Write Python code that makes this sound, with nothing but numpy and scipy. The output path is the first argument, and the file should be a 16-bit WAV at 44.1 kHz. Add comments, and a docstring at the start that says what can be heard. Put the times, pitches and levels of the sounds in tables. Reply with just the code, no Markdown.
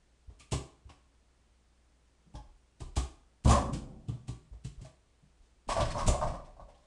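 """Small hard room, wooden floor: steady microphone hiss (coloured noise) and mains hum (sine); feet thud throughout.
From 0.4 s a small rubber ball slaps floor and hands: noise bursts over dying floor and room modes.
At 3.45 s it bangs a sheet-metal appliance, whose panel modes boom on; more bounces follow.
From 5.7 s it shakes a mini hoop: board and loose panels rattle (trains of knocks through modes), a door sways,
loose parts chatter in random clicks, the rim squeaks in gliding partials, and the rattle dies away."""
import sys
import numpy as np
from scipy import signal
from scipy.fft import rfft, irfft, next_fast_len
from scipy.io import wavfile
from scipy.ndimage import uniform_filter1d

SR = 44100
rng = np.random.default_rng(int(sys.argv[2]) if len(sys.argv) > 2 else 0)


def makeup_ratio(level_db):
    """Linear amplitude ratio for a level in decibels (20 dB per factor of ten)."""
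    decades = np.asarray(level_db, float) / 20
    return 10 ** decades


def inscribe(sig):
    """Save sig as 16-bit PCM at rate SR to the path in sys.argv[1].

    A 1-D sig is mono; a 2-D sig holds one channel per row.
    Samples are clipped to [-1, 1] before scaling.
    """
    pcm = np.round(np.clip(np.atleast_2d(sig).T, -1, 1) * 32767)
    wavfile.write(sys.argv[1], SR, pcm.astype(np.int16))


N = 302526


def evened(x):
    """Scales to rms 1."""
    return x / np.sqrt(np.mean(x ** 2) + 1e-20)


def add(mix, time_s, sound):
    """Mixes a sound in at time_s."""
    part = mix[round(time_s * SR):][:len(sound)]
    part += sound[:len(part)]


def coloured(x, points):
    """Filters x by a spectrum of (frequency [Hz], gain [dB])."""
    size = next_fast_len(len(x))
    hz, db = np.transpose(points)
    bins_hz = np.fft.rfftfreq(size, 1 / SR)
    gain = makeup_ratio(np.interp(np.log(bins_hz + 1), np.log(hz + 1), db))
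    return irfft(rfft(x, size) * gain, size)[:len(x)]


def like_strength(ring):
    """Scales by the energy of the first 45 ms."""
    return ring / np.sqrt(np.mean(ring[:2000] ** 2) * 6)


def struck(modes, rise_s, smear, count=4, size=22000):
    """Dying modes after a soft blow; with count > 1 each is a crowd of close neighbours that beat and blur."""
    hz, db, t60_s = np.repeat(np.transpose(modes), count, axis=1)[:, :, None]
    detune = 1 + smear * rng.standard_normal((len(hz), 1))
    phase = rng.random((len(hz), 1)) * (count > 1)  # lone modes all start with the push
    t = np.arange(0, size, 4) / SR  # low modes: a quarter rate suffices
    ring = makeup_ratio(db - 60 * t / t60_s) * np.sin(2 * np.pi * (hz * detune * t + phase))
    ring = ring.sum(0) * (1 - np.exp(-(t / rise_s) ** 2))
    return like_strength(signal.resample_poly(ring, 4, 1))


def puff(points, t60_s, rise_s):
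    """A short burst of coloured noise, peak near 1."""
    t = np.arange(8000) / SR
    noise = evened(coloured(rng.standard_normal(len(t)), points))
    return noise * makeup_ratio(-60 * t / t60_s) * (1 - np.exp(-t / rise_s))


def chime(hz, glide_hz_per_s, t60_s):
    """Six close partials that beat and die, gliding in pitch if asked."""
    t = np.arange(12000) / SR
    detune, phase = 1 + 0.028 * rng.standard_normal((6, 1)), rng.random((6, 1))
    turns = hz * detune * t + glide_hz_per_s * t ** 2 / 2 + phase
    ring = np.sin(2 * np.pi * turns).sum(0)
    return like_strength(ring * makeup_ratio(-60 * t / t60_s) * (1 - np.exp(-t / 0.006)))


def shaking(hold_s, t60_s):
    """Envelope of a jolt: quick rise, hold, then dying away."""
    t = np.arange(16000) / SR
    rise = 1 - np.exp(-t / 0.005)
    return rise * makeup_ratio(-60 * np.maximum(t - hold_s, 0) / t60_s)


# hiss spectrum: (frequency [Hz], relative density [dB per Hz])
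HISS_SPECTRUM = [(15, -2), (30, 8), (90, -1.5), (300, -7), (500, -10.5), (1500, -17), (5000, -22),
                 (9000, -23.5), (10500, -34), (13000, -32)]
HISS_RMS_DB = -70


def hiss():
    """Microphone hiss: steady coloured noise."""
    return makeup_ratio(HISS_RMS_DB) * evened(coloured(rng.standard_normal(N), HISS_SPECTRUM))


# mains hum: (frequency [Hz], level [dB rms])
MAINS = (59.8, -70)


def hum():
    """Mains hum: one steady sine."""
    hz, rms_db = MAINS
    return makeup_ratio(rms_db) * np.sqrt(2) * np.sin(2 * np.pi * (hz * np.arange(N) / SR + rng.random()))


# room decay: (frequency [Hz], t60 [s])
ROOM_DECAY = [(100, 0.48), (500, 0.44), (1500, 0.45), (5000, 0.37), (10000, 0.35)]


def room(x):
    """Three tails of sparse random taps, each band dying at its own speed; the source drifts among them."""
    at = np.arange(200, SR // 2 - 20, 20)
    at = at + rng.integers(0, 20, (3, len(at)))
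    taps = np.zeros((3, SR // 2))
    np.put_along_axis(taps, at, rng.choice([-1., 1.], at.shape), 1)
    hz, t, bands = signal.stft(taps, SR, nperseg=512)
    decay_hz, decay_s = np.transpose(ROOM_DECAY)
    t60_s = np.interp(np.log(hz + 1), np.log(decay_hz), decay_s)[:, None]
    tails = signal.istft(bands * makeup_ratio(-60 * t / t60_s), SR, nperseg=512)[1]
    tails = tails / np.linalg.norm(tails[0])
    turn = 2 * np.pi * (7 * np.arange(N) / SR + np.arange(3)[:, None] / 3)  # 7 Hz, three phases
    wet = signal.fftconvolve(x * np.cos(turn) * np.sqrt(2 / 3), tails, axes=1).sum(0)[:N]
    return signal.lfilter(*signal.butter(2, 250, "high", fs=SR), wet)  # the lowest modes ring in the tables


# cloth brushing: (time [s], level [dB])
RUSTLES = [(4.11, -66.5), (5.41, -70)]


def cloth():
    """Cloth rustles: soft-edged puffs of noise."""
    out = np.zeros(N)
    for time_s, db in RUSTLES:
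        add(out, time_s, makeup_ratio(db) * puff([(800, -16), (2800, -3), (7500, -5), (11000, -15.5)], 0.37, 0.03))
    return out


# footfalls: (time [s], level [dB], pitch [Hz], t60 [s])
FOOTFALLS = [(0.276, -39.5, 61.4, 0.14), (0.33, -50, 55, 0.18), (0.851, -42.5, 68.6, 0.11),
             (2.258, -55, 164, 0.23), (2.398, -48.5, 55.5, 0.4), (2.47, -48, 34.2, 0.35),
             (2.83, -38.5, 35, .5), (3.718, -29.5, 140, 0.13), (4.099, -34, 119, .2),
             (4.51, -38.5, 56, 0.25), (4.774, -38, 46, 0.13), (5.218, -55, 145.2, 0.21),
             (5.4, -52.5, 32.6, .2), (6.261, -36, 65.4, 0.24), (6.427, -42, 32.8, 0.42),
             (6.599, -44, 48, 0.31)]
# board modes under a foot: (multiple of the pitch [ratio], level [dB])
FOOT_MODES = [(1, 0), (1.3, -7), (1.8, -14)]
SCUFF_DB, SCUFF_LATE_S = -18.5, 0.015  # re thud


def feet():
    """Each footfall pushes the boards at one low pitch and scuffs a little."""
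    out = np.zeros(N)
    scuff = [(150, 1), (350, -2.5), (1100, -11.5), (1600, -23), (9000, -30), (11000, -72)]  # (Hz, dB)
    for time_s, db, hz, t60_s in FOOTFALLS:
        modes = [(hz * ratio, mode_db, t60_s) for ratio, mode_db in FOOT_MODES]
        add(out, time_s, makeup_ratio(db) * struck(modes, 0.011, 0.012, count=1))
        add(out, time_s + SCUFF_LATE_S, makeup_ratio(db + SCUFF_DB) * puff(scuff, 0.22, 0.0067))
    return out


# door leaf resonances: (frequency [Hz], width [Hz], level [dB])
LEAF_MODES = [(30, 27, 0.5), (45, 37, -6.5), (66, 110, -3)]
# door swaying on its latch: (time [s], level [dB])
SWAY_LEVEL = [(5.67, -46.5), (5.804, -33), (6.034, -37.5), (6.086, -26), (6.162, -47.5), (6.258, -33.5),
              (6.52, -59.5), (6.622, -56), (6.85, -75)]


def door():
    """The door leaf sways: noise through low double resonators, under a level curve."""
    push = rng.standard_normal(N)
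    sway = np.zeros(N)
    for hz, width_hz, db in LEAF_MODES:
        r = np.exp(-np.pi * width_hz / SR)
        poles = [1, -2 * r * np.cos(2 * np.pi * hz / SR), r * r]
        once = signal.lfilter([1, -1], poles, push)
        sway += makeup_ratio(db) * evened(signal.lfilter([1, -1], poles, once))
    time_s, sway_db = np.transpose(SWAY_LEVEL)
    curve_db = np.interp(np.arange(N) / SR, time_s, sway_db, -120, -120)
    return uniform_filter1d(makeup_ratio(curve_db), size=400) * evened(sway)


# jolts, also played by jolt_ticks() and rattle():
# (time [s], rattle level [dB], hold [s], upper re lower modes [dB], chatter level [dB])
JOLTS = [(0.889, -63.5, 0.0064, 13, -62), (2.35, -54, 0.0056, -8, -66), (3.452, -36.5, 0.034, 2, -59),
         (3.505, -29.5, 0.032, 4, -38.5), (3.545, -31, 0.031, 0.5, -47), (4.844, -62.5, 0.0092, -17, -64),
         (5.687, -35, 0.039, 3.5, -41.5), (5.762, -30, 0.02, -5.5, -44), (5.796, -32, 0.025, -7, -44),
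         (5.847, -52, 0.027, 0, -51), (5.9, -50, 0.013, 1, -48), (5.945, -37, 0.034, -3.5, -55),
         (5.985, -35.5, 0.02, 2.5, -44.5), (6.078, -36, 0.021, -7.5, -71), (6.122, -37, 0.022, -6.5, -52),
         (6.171, -53.5, 0.067, 2, -71), (6.21, -34.5, 0.012, 2.5, -53), (6.222, -33.5, 0.016, -10, -56),
         (6.265, -46.5, 0.029, -5, -54), (6.335, -42, 0.0075, -1, -61.5), (6.385, -56, 0.012, -12, -79),
         (6.462, -56.5, 0.018, -5, -77), (6.444, -71, 0.026, 8, -72), (6.563, -62, 0.013, -6, -79),
         (6.592, -49.5, 0.0059, -7, -75), (6.68, -63, 0.024, -10, -72.5), (6.745, -73.5, 0.13, 0, -80.5)]
CHATTER_T60_S, BRIGHT_DB, CLICKS_PER_S = 0.19, -8.0, 1500


def chatter():
    """After each jolt loose parts chatter in dense, clumped random clicks, dull and bright."""
    size_db = 2.0 * np.minimum(rng.exponential(1, (2, N)), 5)
    clump_db = 1.6 * evened(uniform_filter1d(rng.standard_normal(N), size=500))
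    hits = (rng.random((2, N)) < CLICKS_PER_S / SR) * rng.choice([-1, 1], (2, N))
    clicks = hits * makeup_ratio(size_db + clump_db)
    dull = evened(coloured(clicks[0], [(900, -26), (1600, 0), (4400, -7), (5200, -3.5), (13000, -26.5)]))
    bright = evened(coloured(clicks[1], [(3500, -20.5), (5000, -13), (8000, 6.5), (10000, -5), (13000, -16)]))
    power = np.zeros(N)
    for time_s, _, hold_s, _, chatter_db in JOLTS:
        add(power, time_s, (makeup_ratio(chatter_db) * shaking(hold_s, CHATTER_T60_S)) ** 2)
    return np.sqrt(power) * (dull + makeup_ratio(BRIGHT_DB) * bright)


# jolt tick spectrum: (frequency [Hz], relative density [dB per Hz])
JOLT_TICK_SPECTRUM = [(400, -22.5), (1200, -6), (1700, -0.5), (2400, -8), (5000, -10), (11000, -22)]
JOLT_TICK_DB, JOLT_TICK_LATE_S = 1, 0.003  # re chatter level and jolt


def jolt_ticks():
    """Loose parts tick at each jolt: a noise puff."""
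    out = np.zeros(N)
    for time_s, _, _, _, chatter_db in JOLTS:
        tick = puff(JOLT_TICK_SPECTRUM, 0.093, 0.006)
        add(out, time_s + JOLT_TICK_LATE_S, makeup_ratio(chatter_db + JOLT_TICK_DB) * tick)
    return out


# pitched ticks of small hard parts: (time [s], level [dB], pitch [Hz])
TICKS = [(0.403, -56.5, 2510), (0.893, -56.5, 2580), (2.35, -55.5, 5200), (2.352, -58, 3240),
         (3.507, -30.5, 6760), (4.083, -56, 3050), (5.807, -35.5, 3140), (5.979, -46, 5600),
         (6.075, -29.5, 6960), (6.34, -71, 4500), (6.445, -68, 3480), (6.601, -72, 3900), (6.69, -72, 2700),
         (6.744, -69, 2900), (6.775, -74, 4340), (6.83, -75, 3300)]


def ticks():
    """Short puffs of noise gathered round one pitch."""
    out = np.zeros(N)
    for time_s, db, hz in TICKS:
        peak = [(hz * 0.2, -30), (hz * 0.75, -13), (hz, 0), (hz * 1.5, -13), (hz * 4.9, -28)]
        add(out, time_s, makeup_ratio(db) * puff(peak, 0.12, 0.0019))
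    return out


# hollow parts that ring at one pitch: (time [s], level [dB], pitch [Hz])
PINGS = [(0.404, -60, 1185), (2.345, -48.5, 865), (2.345, -65, 1620), (2.803, -57.5, 993),
         (3.507, -24, 1120), (6.685, -59, 768)]


def pings():
    """Hollow parts ring in close partials that beat and die."""
    out = np.zeros(N)
    for time_s, db, hz in PINGS:
        add(out, time_s, makeup_ratio(db) * chime(hz, 0, t60_s=0.2))
    return out


# squeaks of the springy rim: (time [s], level [dB], start pitch [Hz], glide [Hz per s])
SQUEAKS = [(5.901, -47, 4180, 1970), (5.978, -58, 5550, 9200)]


def squeaks():
    """The springy rim squeaks: short clusters of partials gliding upward."""
    out = np.zeros(N)
    for time_s, db, hz, glide_hz_per_s in SQUEAKS:
        add(out, time_s, makeup_ratio(db) * chime(hz, glide_hz_per_s, t60_s=0.088))
    return out


# lower modes of board and panels: (frequency [Hz], level [dB], t60 [s])
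RATTLE_LOW = [(564, -15, 0.011), (600.4, -3.5, 0.076), (664, -0.5, 0.046), (710, 3, 0.021),
              (790.6, -5.5, 0.026)]
# upper modes of board and panels: (frequency [Hz], level [dB], t60 [s])
RATTLE_HIGH = [(989, 1.5, 0.056), (1026, -2.5, 0.073), (1099.7, -4.5, 0.16), (1163.5, -4, 0.025),
               (1283, -9.5, 0.022), (1496, -12, 0.035), (1746, -20, 0.03)]
RATTLE_PER_S, RATTLE_T60_S, LEAD_DB = 130, 0.1, 1.5


def rattle():
    """At each jolt the board or loose panels knock hard, then many times more, ringing in two mode clusters."""
    out = np.zeros(N)
    for time_s, db, hold_s, upper_db, _ in JOLTS:
        shake = shaking(hold_s, RATTLE_T60_S)
        clusters = (RATTLE_LOW, -upper_db / 2), (RATTLE_HIGH, upper_db / 2)
        for modes, side_db in clusters * 2:  # two spots of contact
            place = (np.arange(100) + rng.random(100)) * SR / RATTLE_PER_S
            strength = makeup_ratio(2.13 * rng.standard_normal(100))
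            knocks = np.bincount(place.astype(int), strength, 16000)[:len(shake)] * shake
            knocks[150] += makeup_ratio(LEAD_DB)  # the hard knock, 3.4 ms in
            ring = struck(modes, 0.00086, 0.05, count=3, size=6000)
            ring = ring / np.linalg.norm(ring) * np.sqrt(SR / RATTLE_PER_S / 4)
            add(out, time_s, makeup_ratio(db + side_db) * signal.fftconvolve(knocks, ring))
    return out


# sheet-metal side modes: (frequency [Hz], level [dB], t60 [s])
PANEL_MODES = [(33.4, -4.5, 1.1), (63.2, 2.5, 0.93), (109, -9.5, 0.52), (122.7, 0, 1.2), (140, -13.5, 2.3),
               (169.4, -3.5, 0.4), (220.2, -9.5, 1.6), (247, 2, 0.76), (271, -5.5, 0.75), (322.6, -11, 1.3),
               (389, -16, 1.1), (450, -16.5, 0.78), (518, -6.5, 0.86), (667, -19, 0.56), (734, -16.5, 1.3),
               (833, -21, 0.76), (922, -15, 0.892), (1175, -14, 0.59), (1300, -24.5, 0.93)]
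PANEL_S, PANEL_DB = 3.452, -18.5


def sheet_metal():
    """The appliance's side booms on after a hard blow: long, blurred modes."""
    out = np.zeros(N)
    add(out, PANEL_S, makeup_ratio(PANEL_DB) * struck(PANEL_MODES, 0.016, 0.09, count=14, size=60000))
    return out


# ball blows: (time [s], slap [dB], deep boom [dB], floor drum [dB], ring [dB])
BLOWS = [(0.396, -53, -55, -60, -65), (0.5186, -33, -28, -25.5, -34.5), (0.8928, -76, -55, -58, -56),
         (2.3377, -64, -38, -41.5, -55), (2.8025, -49.5, -37, -38.5, -49.5),
         (2.9631, -33.5, -21, -31.5, -35.5), (3.4459, -40.5, -16.5, -19.5, -47),
         (3.4738, -35, -16, -18.5, -53), (3.4921, -31, -22, -28, -26), (3.7316, -42, -32, -34.5, -49.5),
         (4.0821, -57, -35, -27.5, -54), (4.2791, -48, -36.5, -31.5, -50.5),
         (4.6453, -49.5, -39, -32.5, -61), (4.813, -57.5, -53, -39.5, -70), (4.845, -57, -53.5, -58, -57),
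         (5.685, -43, -44, -45, -34), (5.8113, -58, -32, -29.5, -42.5), (6.064, -36.5, -45, -56, -55),
         (6.0742, -31.5, -18.5, -24.5, -34)]
# slap spectrum: (frequency [Hz], relative density [dB per Hz])
SLAP_SPECTRUM = [(700, -27), (1300, -7), (1800, -7), (3000, -1.5), (4200, -4), (6000, -4.5), (8000, -2),
                 (9500, -9), (10500, -15), (13000, -5.5)]
# floor and room modes, four families: (frequency [Hz], level [dB], t60 [s])
DEEP_MODES = [(37, -21, 0.67), (64.3, 3.5, 0.27), (74.1, -6, 0.25)]
DRUM_MODES = [(117.1, 1.5, 0.22), (129.3, 3.5, 0.23), (168.7, -3, 0.2)]
KNOCK_MODES = [(241, -1, 0.12), (283.2, 3, 0.11), (303.4, 0, 0.09), (343, -4.5, 0.22), (416, -1, 0.1)]
RING_MODES = [(515.6, -8, 0.12), (642, 3, 0.07), (772, 4, 0.063), (893, 4.5, 0.045), (957, -5, 0.029),
              (1057, -11, 0.26), (1159, -10, 0.2), (1327, -22.5, 0.042)]
KNOCK_DB = -2  # re mean of drum and ring
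ONSET_EARLY_S, ONSET_DB = 0.0073, -10  # re slap


def ball():
    """Rubber slaps with a soft onset, a weak noise puff, then the full one; floor and room ring in four families."""
    out = np.zeros(N)
    for time_s, slap_db, deep_db, drum_db, ring_db in BLOWS:
        knock_db = (drum_db + ring_db) / 2 + KNOCK_DB
        onset = puff(SLAP_SPECTRUM, 0.1, 0.00292)
        add(out, time_s - ONSET_EARLY_S, makeup_ratio(slap_db + ONSET_DB) * onset)
        add(out, time_s, makeup_ratio(slap_db) * puff(SLAP_SPECTRUM, 0.19, 0.0016))
        add(out, time_s, makeup_ratio(deep_db) * struck(DEEP_MODES, 0.012, 0.075, count=1))
        add(out, time_s, makeup_ratio(drum_db) * struck(DRUM_MODES, 0.0061, 0.035, count=1))
        add(out, time_s, makeup_ratio(knock_db) * struck(KNOCK_MODES, 0.0069, 0.06))
        add(out, time_s, makeup_ratio(ring_db) * struck(RING_MODES, 0.0089, 0.05))
    return out


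def scene():
    """All sources, their room, and the noise floor."""
    dry = cloth() + feet() + door() + chatter() + jolt_ticks() + ticks() + pings() + squeaks()
    dry += rattle() + sheet_metal() + ball()
    return (dry + makeup_ratio(-5.0) * room(dry) + hiss() + hum())[None]


def roll_off(x):
    """The treble ends steeply here."""
    return signal.sosfilt(signal.butter(12, 12340, fs=SR, output="sos"), x)


# top of the band: (frequency [Hz], gain [dB])
BAND_TOP = [(10680, 0), (10760, -45), (11250, -45), (11370, -14), (11800, -17), (12300, -26), (12400, -50)]


def record(dry):
    """The band ends in a gap and a weak strip above it."""
    mix = coloured(dry[0], BAND_TOP)[None]
    return roll_off(mix)


dry = scene()
out = record(dry)
inscribe(out)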